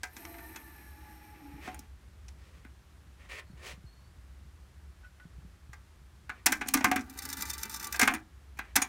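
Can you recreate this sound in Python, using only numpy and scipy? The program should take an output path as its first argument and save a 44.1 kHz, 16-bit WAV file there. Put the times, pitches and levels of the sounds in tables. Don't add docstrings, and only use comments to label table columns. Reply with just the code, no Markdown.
import sys
import numpy as np
from scipy import signal
from scipy.fft import rfft, irfft, next_fast_len
from scipy.io import wavfile
from scipy.ndimage import map_coordinates

SR = 44100
rng = np.random.default_rng(int(sys.argv[2]) if len(sys.argv) > 2 else 0)


def bounce(signal):
    frames = np.transpose(np.atleast_2d(signal))
    limited = np.clip(frames, -1, 1)
    pcm = np.round(limited * 32767).astype(np.int16)
    wavfile.write(sys.argv[1], SR, pcm)


N = 391608
T = np.arange(N) / SR

# start in seconds, strength in dB, then treble, top,
# case boom and chassis ring in dB re strength, pitch of the modes nearest the blow in Hz, rise in seconds.
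BLOWS = [(0.032,-23,-7,-19,-24,-5.5,1560,0.0019), (.165,-35,-5.5,-22,-7,-9,1960,0.0023),
         (.249,-30,-15,-32,-32,-32,2090,.0025), (0.34,-32,-27,-24,-33,-15,1400,.0027),
         (.382,-33,-22,-25,-22,-12,1900,0.0024), (.545,-33.5,-30,-22,-27,-24,1740,0.0042),
         (0.559,-33.5,-5,-17,-22,0.5,2600,0.002), (1.673,-25,-24,-40,-8.5,-4.5,697,0.0053),
         (1.743,-33,-33,-12,-10,-10,9420,0.0015), (1.79,-46.5,2.5,3,7.5,-8,6590,0.0029),
         (2.282,-44,-1,-31,-28,-6,4250,0.0012), (2.645,-39.5,-32,-24,-2,-8.5,1850,0.0051),
         (5.73,-36.5,-10,-19,-30,-2.5,1720,0.0024), (6.293,-22,-26.5,-31,-22.5,-6,1550,0.0028),
         (6.459,-7,-6.5,-3,-22,-6,2330,0.006), (6.52,-13.5,-8.5,-7,-21,-6.5,1640,0.0035),
         (6.609,-15.5,-21,-34,-16,-11,1510,0.0064), (6.658,-36,-13,-25,2.5,0,759,0.003),
         (6.671,-44,0,1,3,8,7100,0.0016), (6.683,-25,-2,0,-18,-13,6210,0.0021),
         (6.737,-9.5,-8.5,-3,-28,-6.5,1430,0.0046), (6.77,-19,-11.5,-22,-21,-6,1530,.0017),
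         (6.806,-18,-21,-35,-9,-7,764,0.0032), (6.842,-4.5,-15.5,-16,-18.5,-7,1523,0.0029),
         (6.913,-11.5,-18.5,-19.5,-12,-4.5,1240,.0021), (6.959,-10.5,-17.5,-15.5,-13.5,-10,1890,0.0014),
         (6.99,-46,-2,-9,12,-5,1150,.0044), (7.007,-54.5,11.5,5,0,2,721,0.0023),
         (7.941,-21,-15,-41,-36,-8,1360,0.004), (7.993,-11,-7.5,-6,-44,-5,1514,0.0034),
         (8.01,-11.5,-6.5,-13,-32.5,-4.5,2140,0.0075), (8.027,-12,-11.5,-17,-24,-6,2080,0.0036),
         (8.073,-3,-23,-21,-25,-11.5,2050,0.0038), (8.109,-33,-26,-10,2,6.5,820,0.0022),
         (8.136,-21,-24,-13,-9.5,-10,9400,0.0028), (8.144,-23,-17.5,-15,-5,-10,2100,0.0054),
         (8.566,-40.5,-17,-20.5,-20.5,-18,1760,0.013), (8.588,-17.5,-24.5,-21.5,-22.5,-11.5,1800,0.0023),
         (8.755,-7.5,-7,-6.5,-22,-10.5,1730,0.0086), (8.817,-10.5,-13.5,-14,-20,-6,6600,0.0031)]
# frequency in Hz, density in dB per Hz.
CRACK_COLOUR = [(240, -14.5), (400, -3), (598, -45.5), (801, 1.5), (1060, -6), (1460, -5), (2430, -0.5),
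                (2800, -11), (4800, -10.5), (5780, -5.5), (7750, -10), (14100, -15), (16000, -16)]
# frequency in Hz, width in Hz, level in dB.
GEAR_TRAIN = [(903, 48, 4.5), (1175.5, 33, 10), (1437, 260, 4.5), (2010, 37, 9), (2362, 41, 7),
              (2660, 17, 3.5), (2925, 64, -2.5)]
SPLIT_HZ, TOP_HZ = 3200, 8500


def amp(db):
    return 10 ** (np.asarray(db) / 20)


def rms_one(x):
    return x / np.sqrt(np.mean(x ** 2) + 1e-20)


def in_time(rows):
    s, *columns = np.transpose(rows)
    gate = np.interp(T, [s[0] - 0.015, s[0], s[-1], s[-1] + 0.041], [0, 1, 1, 0])
    return gate, [np.interp(T, s, column) for column in columns]


def coloured(spectrum, low_hz=10, high_hz=20000):
    hz = np.fft.rfftfreq(N, 1 / SR) + 1
    at, level_db = np.transpose(spectrum)
    gain = amp(np.interp(np.log(hz), np.log(at), level_db, left=-90, right=-90))
    gain = gain / np.sqrt((1 + (low_hz / hz) ** 8) * (1 + (hz / high_hz) ** 8))
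    return rms_one(irfft(rfft(rng.standard_normal(N)) * gain, N))


def drift(rate_hz):
    r = np.exp(-2 * np.pi * rate_hz / SR)
    noise = rng.standard_normal(N + SR)
    return rms_one(signal.lfilter([1], [1, -2 * r, r * r], noise)[SR:])


def ring(x, hz, t60):
    r, w = amp(-60 / (t60 * SR)), 2 * np.pi * hz / SR
    return signal.lfilter([0, np.sin(w)], [1, -2 * r * np.cos(w), r * r], x + 1e-18)


def resonate(x, peaks):
    out = 0
    for k, (hz, width, level_db) in enumerate(peaks):
        r = np.exp(-np.pi * width / SR)
        poles = [1, -2 * r * np.cos(2 * np.pi * hz / SR), r * r]
        out = out + (-1) ** k * amp(level_db) * signal.lfilter([1 - r * r, 0, r * r - 1], poles, x)
    return rms_one(out)


def bursts(times, levels_db, rises, lengths, falls):
    out = np.zeros(N)
    for s, level_db, rise, length, fall in np.broadcast(times, levels_db, rises, lengths, falls):
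        i = round(s * SR)
        t = T[:min(N - i, int((rise + length + 8 * fall) * SR))]
        falling = np.exp(-np.maximum(t - rise - length, 0) / fall)
        out[i:i + len(t)] += amp(level_db) * np.minimum(t / rise, 1) * falling
    return out


def wavering(hz, width_hz, rough):
    turn = 2 * np.pi * np.cumsum(hz * np.ones(N)) / SR
    in_step = (1 + rough * drift(width_hz)) * np.sin(turn)
    return rms_one(in_step + rough * drift(width_hz) * np.cos(turn))


def clacks():
    # frequency in Hz, relative level in dB, T60 in seconds.
    chassis_modes = [(733, -5, 0.092), (690, -25.5, 0.063), (900, -12, 0.034), (1207, -11.5, 0.078),
                     (1392, -19.5, 0.027), (1496, -5.5, 0.039), (1614, 4, 0.017), (1780, -34, 0.026),
                     (2033, -4.5, 0.031), (2136, -11, 0.064), (2570, -9.5, 0.044), (2650, -15, 0.016),
                     (3360, -17.5, 0.077), (4000, -13, 0.022), (5960, -8.5, 0.018), (6200, -24, 0.018),
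                     (6670, 1, 0.014), (7340, -8.5, .02), (9060, 2, 0.014)]
    # frequency in Hz, relative level in dB, T60 in seconds.
    case_modes = [(260, -3.5, 0.15), (274.4, 3.5, 0.069), (237, -11, .08), (220, -18, 0.027),
                  (334, -8.5, .06)]
    s, strength_db, treble_db, top_db, boom_db, ring_db, near_hz, rise = np.transpose(BLOWS)
    rattle_s = 0.0011

    middle = bursts(s, strength_db - 10.5, rise, rattle_s, 0.012) * coloured(CRACK_COLOUR, high_hz=SPLIT_HZ)
    treble = bursts(s, strength_db + treble_db, rise, rattle_s, 0.0065)
    treble = treble * coloured(CRACK_COLOUR, SPLIT_HZ, TOP_HZ)
    top = bursts(s, strength_db + top_db, rise, rattle_s, 0.0031) * coloured(CRACK_COLOUR, low_hz=TOP_HZ)
    tick = bursts(s + rise, strength_db + top_db - 2.5, 0.00057, 0, 0.0008)
    tick = tick * coloured(CRACK_COLOUR, low_hz=TOP_HZ)
    touches = amp(3.26 * drift(490))
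    high_pass = signal.butter(2, 450, "high", fs=SR, output="sos")
    crack = signal.sosfilt(high_pass, touches * (middle + treble + top + tick))

    chassis = 0
    for hz, db, t60 in chassis_modes:
        distance_octaves = abs(np.log2(hz / near_hz))
        strike = bursts(s, strength_db + ring_db - 10.4 * distance_octaves, rise, rattle_s, 0.0084)
        chassis = chassis + amp(db - 25.5) * ring(strike * rng.standard_normal(N), hz, t60)

    push = np.zeros(N)
    push[np.round((s + rise) * SR).astype(int)] = amp(strength_db + boom_db) * rng.choice([-1, 1], len(s))
    boom = sum(amp(db - 11.5) * ring(push, hz, t60) for hz, db, t60 in case_modes)
    boom = signal.sosfilt(signal.butter(2, [170, 420], "band", fs=SR, output="sos"), boom)
    return amp(-7) * crack + chassis + boom


def cam():
    s, strength_db, treble_db = np.transpose(BLOWS)[:3]
    rub = bursts(s, strength_db + treble_db - 27.5, 0.015, 0, 0.03)
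    return rub * amp(2.1 * drift(80)) * coloured(CRACK_COLOUR, low_hz=SPLIT_HZ)


def motor(run, tone_db, hiss_db, hiss_db_per_s, whirr, hiss):
    gate, (hz, level_db, octave_db) = in_time(run)
    tone = amp(tone_db - drift(20)) * wavering(hz, 33, 1.0)
    octave = amp(octave_db) * wavering(2 * hz, 23, 1.0)
    hiss = amp(hiss_db + hiss_db_per_s * (T - run[0][0])) * hiss
    return gate * amp(level_db) * (tone + octave + whirr + hiss)


def winding():
    # start in seconds, relative strength in dB,
    # length of the drag that follows in seconds.
    gear_knocks = [(7.096, -28.5, .011), (7.1366, -60, 0.0031), (7.1737, -29, 0.015), (7.1873, -21.5, .005),
                   (7.22, -23, 0.039), (7.2515, -22.5, 0.0088), (7.2883, -25, 0.012), (7.2995, -27, 0.037),
                   (7.328, -16.5, .012), (7.369, -21.5, 0.042), (7.408, -23, .016), (7.4212, -12, 0.013),
                   (7.453, -23, 0.061), (7.498, -20, .014), (7.5322, -18.5, 0.023), (7.5793, -24, 0.054),
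                   (7.631, -15, .01), (7.653, -28, 0.0031), (7.6951, -24.5, 0.048), (7.7412, -24, 0.029),
                   (7.7617, -32, .012), (7.796, -26.5, 0.022), (7.8263, -26, 0.015), (7.842, -17, 0.017),
                   (7.869, -24, 0.007), (7.924, -15.5, 0.025), (7.9584, -17, .0088)]
    # time in seconds, commutator rate in Hz, level in dB,
    # octave in dB re level.
    reel_run = [(7.03, 745, -73, 13), (7.06, 760, -66.5, -13), (7.2, 779, -57, -8), (7.35, 869, -55, -2.5),
                (7.55, 897.4, -56.5, -5), (7.99, 889, -54.5, -18)]
    # frequency in Hz, width in Hz, level in dB.
    reel_table = [(3582, 26, 2), (3910, 34, -7), (4585, 52, -0.5), (5296, 83, 2.5), (5990, 100, 2.5),
                  (6520, 170, -2.5), (7310, 170, -0.5), (8570, 230, -4), (9450, 280, -3.5),
                  (11700, 200, -7.5), (12900, 200, -2), (13700, 250, -8), (14400, 390, -4),
                  (14750, 280, -3.5)]
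    # frequency in Hz, density in dB per Hz.
    reel_colour = [(88, -44), (150, 1), (271, 9.5), (425, 1.5), (630, -16), (881, 6), (1090, -11),
                   (1160, -11.5), (1410, 5.5), (3160, -22), (3630, -10.5), (5930, -13.5), (10500, -16.5),
                   (14400, -14), (16500, -22)]
    s, knock_db, drag_s = np.transpose(gear_knocks)
    drag_db = 6 + np.interp(s, *np.transpose(reel_run)[[0, 2]])

    knock = amp(-21.5) * bursts(s, knock_db, 0.00041, 0.0032, 0.0028)
    contact = knock + bursts(s, drag_db, 0.00082, drag_s, 0.0029)
    teeth = rng.standard_normal(N) * amp(4 * drift(220))
    broad = coloured(reel_colour, low_hz=2400) * amp(2.6 * drift(300))
    level = np.sqrt(np.mean(contact ** 2))
    ringing = level * resonate(contact * teeth, reel_table)
    shaken = amp(-8.5) * level * resonate(contact * teeth, GEAR_TRAIN)

    whirr = resonate(rng.standard_normal(N), GEAR_TRAIN) + amp(-1) * coloured(reel_colour, high_hz=3000)
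    whirr = whirr * amp(2.9 * drift(47))
    turning = motor(reel_run, -4.5, -2, -3, whirr, broad)
    return turning + amp(-5.5) * contact * broad + amp(1) * ringing + shaken


def door():
    # time in seconds, commutator rate in Hz, level in dB,
    # octave in dB re level.
    door_run = [(.1, 880, -74, 8), (.18, 887, -59.5, -10), (.36, 903, -61, -5), (.44, 903, -59.5, 0),
                (.68, 877, -61.5, 4.5), (.95, 849, -63, 1.5), (1.02, 848, -61.5, -4.5),
                (1.35, 836, -62.5, -9), (1.7, 843, -60, -21), (1.85, 872, -68.5, -14)]
    # frequency in Hz, width in Hz, level in dB.
    early_peaks = [(8250, 160, -4.5), (8900, 200, -15), (10300, 200, -2.5), (11360, 220, -1),
                   (12860, 250, 5.5), (13400, 250, -5), (13900, 200, -13)]
    # frequency in Hz, width in Hz, level in dB.
    late_peaks = [(5580, 100, 2), (8930, 100, 1), (10200, 120, -4), (11600, 150, -3), (12500, 160, -5),
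                  (12500, 380, 5)]
    # frequency in Hz, density in dB per Hz.
    hiss_colour = [(2350, -35), (4000, 19.5), (4390, 6), (4820, 1), (5410, 4.5), (7530, -8), (8260, 0),
                   (9550, 0), (10300, -5), (10900, -20), (13000, 1), (14200, 0), (16000, -14)]
    # frequency in Hz, density in dB per Hz.
    whirr_colour = [(88, -32), (150, -16), (231, -7.5), (291, 2.5), (540, -21.5), (858, -8.5), (986, -21),
                    (1360, -34), (1750, -9.5), (1910, -12.5), (2490, -12.5), (3190, -25), (6000, -31),
                    (7800, -58), (13200, -120)]
    sing_at_hz, sing_follows = 872, 0.49

    late = np.interp(T, [0.71, 1], [0, 1])
    early_sing = resonate(rng.standard_normal(N), early_peaks)
    late_sing = amp(-2.5 + 1.7 * drift(6.5)) * resonate(rng.standard_normal(N), late_peaks)
    sing = np.sqrt(1 - late) * early_sing + np.sqrt(late) * late_sing
    rate_hz = in_time(door_run)[1][0]
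    read_at = np.cumsum((rate_hz / sing_at_hz) ** sing_follows)
    sing = map_coordinates(sing, [read_at], order=3, mode="wrap")

    hiss = amp(-4.5) * coloured(hiss_colour, low_hz=6100) + sing * amp(0.5 + 1.5 * drift(50))
    whirr = coloured(whirr_colour) * amp(2.5 * drift(27))
    whirr = whirr + amp(-5.5) * resonate(rng.standard_normal(N), GEAR_TRAIN)
    return motor(door_run, -1, 4, -8, whirr, hiss)


def hums():
    # start in seconds, level in dB, pitch in Hz,
    # rise, hold and fall in seconds, roughness as a ratio.
    panel_hums = [(0.156,-58,335,0.07,.2,.3,.8), (0.188,-62,678,0.018,.03,0.016,.4),
                  (0.262,-57.5,683,.01,0.18,0.016,0.35), (0.805,-67,313,0.15,0.52,0.046,0.37),
                  (1.412,-49.5,286.3,.03,.15,.02,0.22), (1.677,-58.5,283,0.023,.02,0.054,0.65),
                  (6.476,-40,271,0.0069,0.043,0.047,0.94), (6.67,-45.5,269,0.017,0.036,0.057,0.67),
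                  (6.743,-26.5,268,0.014,0.0044,0.027,0.39), (6.849,-31,274,0.011,.01,0.065,0.54),
                  (6.947,-36.5,264,0.018,0.036,.015,0.58), (7.075,-48,271,0.027,.03,0.036,0.54),
                  (7.204,-52.5,272.2,0.035,0.1,0.093,0.7), (8.02,-29,263,0.011,0.0035,0.022,0.4),
                  (8.075,-38.5,270,0.018,0.048,0.026,0.88), (8.765,-35.5,271.2,0.014,.004,0.029,0.54)]
    width_hz = 32
    shake = drift(width_hz) + 1j * drift(width_hz)
    out = 0
    for s, db, hz, rise, hold, fall, rough in panel_hums:
        tone = np.real((1 + rough * shake) * np.exp(2j * np.pi * hz * T))
        tone = tone / np.sqrt(0.5 + rough ** 2)
        out = out + bursts(s, db, rise, hold, fall) * tone
    return out


def taps():
    # start in seconds, relative strength in dB, rise in seconds.
    touches = [(5.025, -59.5, 0.026), (5.197, -54, 0.0025)]
    # frequency in Hz, relative level in dB, T60 in seconds.
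    key_modes = [(1486, 2, 0.059), (1940, -4.5, 0.031), (2585, -13.5, .03), (3100, -13, 0.0243),
                 (4000, -16.5, 0.016)]
    s, db, rise = np.transpose(touches)
    touch = bursts(s, db - 17.5, rise, 0, 0.0098)
    return sum(amp(level_db) * ring(touch * rng.standard_normal(N), hz, t60) for hz, level_db, t60 in key_modes)


def scuffs():
    # start in seconds, level in dB, rise, hold and fall in seconds,
    # scrape near 2 kHz and treble, both in dB re level.
    drags = [(1.6, -55, 0.046, 0.025, 0.048, -1, -2), (2.35, -72, .05, .2, .03, -6, -0.5),
             (3.18, -66, .03, 0.051, 0.015, -1, -4.5), (3.285, -56, 0.028, 0.087, 0.0082, 4, 0.5),
             (3.56, -60.5, 0.025, 0.035, 0.025, -5.5, -5.5), (3.614, -54.5, 0.051, 0.051, 0.018, -0.5, 4),
             (6.33, -68.5, .03, 0.036, .02, -1, -11.5), (8.62, -67, .03, 0.033, 0.038, 0.5, -8)]
    # frequency in Hz, density in dB per Hz.
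    friction_colour = [(150, -33), (250, -6), (308, -20), (367, -1), (468, -4), (576, -3), (831, -10.5),
                       (1180, -3), (2050, -12), (3650, -25), (9010, -33.5), (14200, -45), (16000, -38)]
    grain = amp(0.91 * drift(220) + 1.2 * drift(33))
    low = coloured(friction_colour, high_hz=1290)
    scrape = coloured(friction_colour, 2070, SPLIT_HZ)
    high = coloured(friction_colour, low_hz=SPLIT_HZ)
    scrape = scrape + amp(3.5) * resonate(rng.standard_normal(N), [(1810, 120, 6.0), (2400, 650, 0.38)])
    s, level_db, rise, hold, fall, scrape_db, treble_db = np.transpose(drags)
    parts = (low, level_db), (scrape, level_db + scrape_db), (high, level_db + treble_db)
    return grain * sum(noise * bursts(s, db, rise, hold, fall) for noise, db in parts)


def squeaks():
    # start in seconds, level in dB, starting pitch in Hz, hold in seconds.
    whistles = [(3.456, -74, 4270, .04), (3.852, -67, 4220, 0.058), (3.952, -77, 4300, 0.124)]
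    rise_hz_per_s, edge_s = 1800, 0.017
    out = 0
    for s, db, hz, hold in whistles:
        whistle = wavering(hz + rise_hz_per_s * (T - s), 45, 0.77)
        out = out + bursts(s, db, edge_s, hold, edge_s) * whistle
    return out


def room(x):
    t60_s, wall_cut_hz = 0.28, 2870
    size = next_fast_len(N + SR)
    w = 2 * np.pi * np.fft.rfftfreq(size, 1 / SR)
    dull = 1 / (1 + 1j * w / (2 * np.pi * wall_cut_hz))
    delays_s = rng.uniform(0.008, 0.03, 8)
    loops = [amp(-60 * d / t60_s) * dull * np.exp(-1j * w * d) for d in delays_s]
    return irfft(rfft(x, size) * sum(g / (1 - g) for g in loops), size)[:N]


def bumps():
    # start in seconds, level in dB, pitch in Hz.
    dull_bumps = [(1.54, -39.5, 144), (1.649, -47, 195), (3.068, -61, 108), (3.501, -42, 187),
                  (3.534, -42, 151), (3.735, -42, 144), (3.778, -47, 188), (3.842, -39.5, 126),
                  (4.454, -48, 155), (5.254, -38.5, 168), (5.383, -41.5, 142), (5.449, -42.5, 176),
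                  (5.694, -39, 113), (6.017, -48.5, 153)]
    out = np.zeros(N)
    t = T[:SR // 5]
    for s, level_db, hz in dull_bumps:
        out[round(s * SR):][:len(t)] += amp(level_db) * np.sin(2 * np.pi * hz * t) * np.exp(-t / 0.0095)
    return out


def room_air():
    # frequency in Hz, density in dB per Hz.
    air_colour = [(53, -34), (90, -3.5), (125, -19), (166, -7.5), (235, -20), (363, -18), (472, -27),
                  (669, -24), (908, -24), (1130, -22), (1710, -23), (2480, -27.5), (9360, -35.5),
                  (15100, -41.5), (16500, -58.5)]
    return amp(-64) * coloured(air_colour) * amp(0.23 * drift(6))


def building_rumble():
    # frequency in Hz, density in dB per Hz.
    rumble_colour = [(15, -65.5), (25, -37.5), (30, -21.5), (40, -19.5), (54, 8), (71, 3.5), (81, 6),
                     (91, -4.5), (112, -9.5), (130, -6.5), (170, -47.5), (290, -120)]
    resonance = resonate(rng.standard_normal(N), [(67, 6.5, 0)])
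    rumble = amp(-57.5) * (coloured(rumble_colour) + amp(2) * resonance)
    return rumble * amp(1.4 * drift(1.4))


def scene():
    near = clacks() + cam() + winding() + door() + hums() + taps() + scuffs() + squeaks()
    return (near + amp(-17) * room(near) + bumps() + room_air() + building_rumble())[None]


def record(dry):
    return signal.sosfilt(signal.cheby2(14, 70, 16850, fs=SR, output="sos"), dry)


dry = scene()
out = record(dry)
bounce(out)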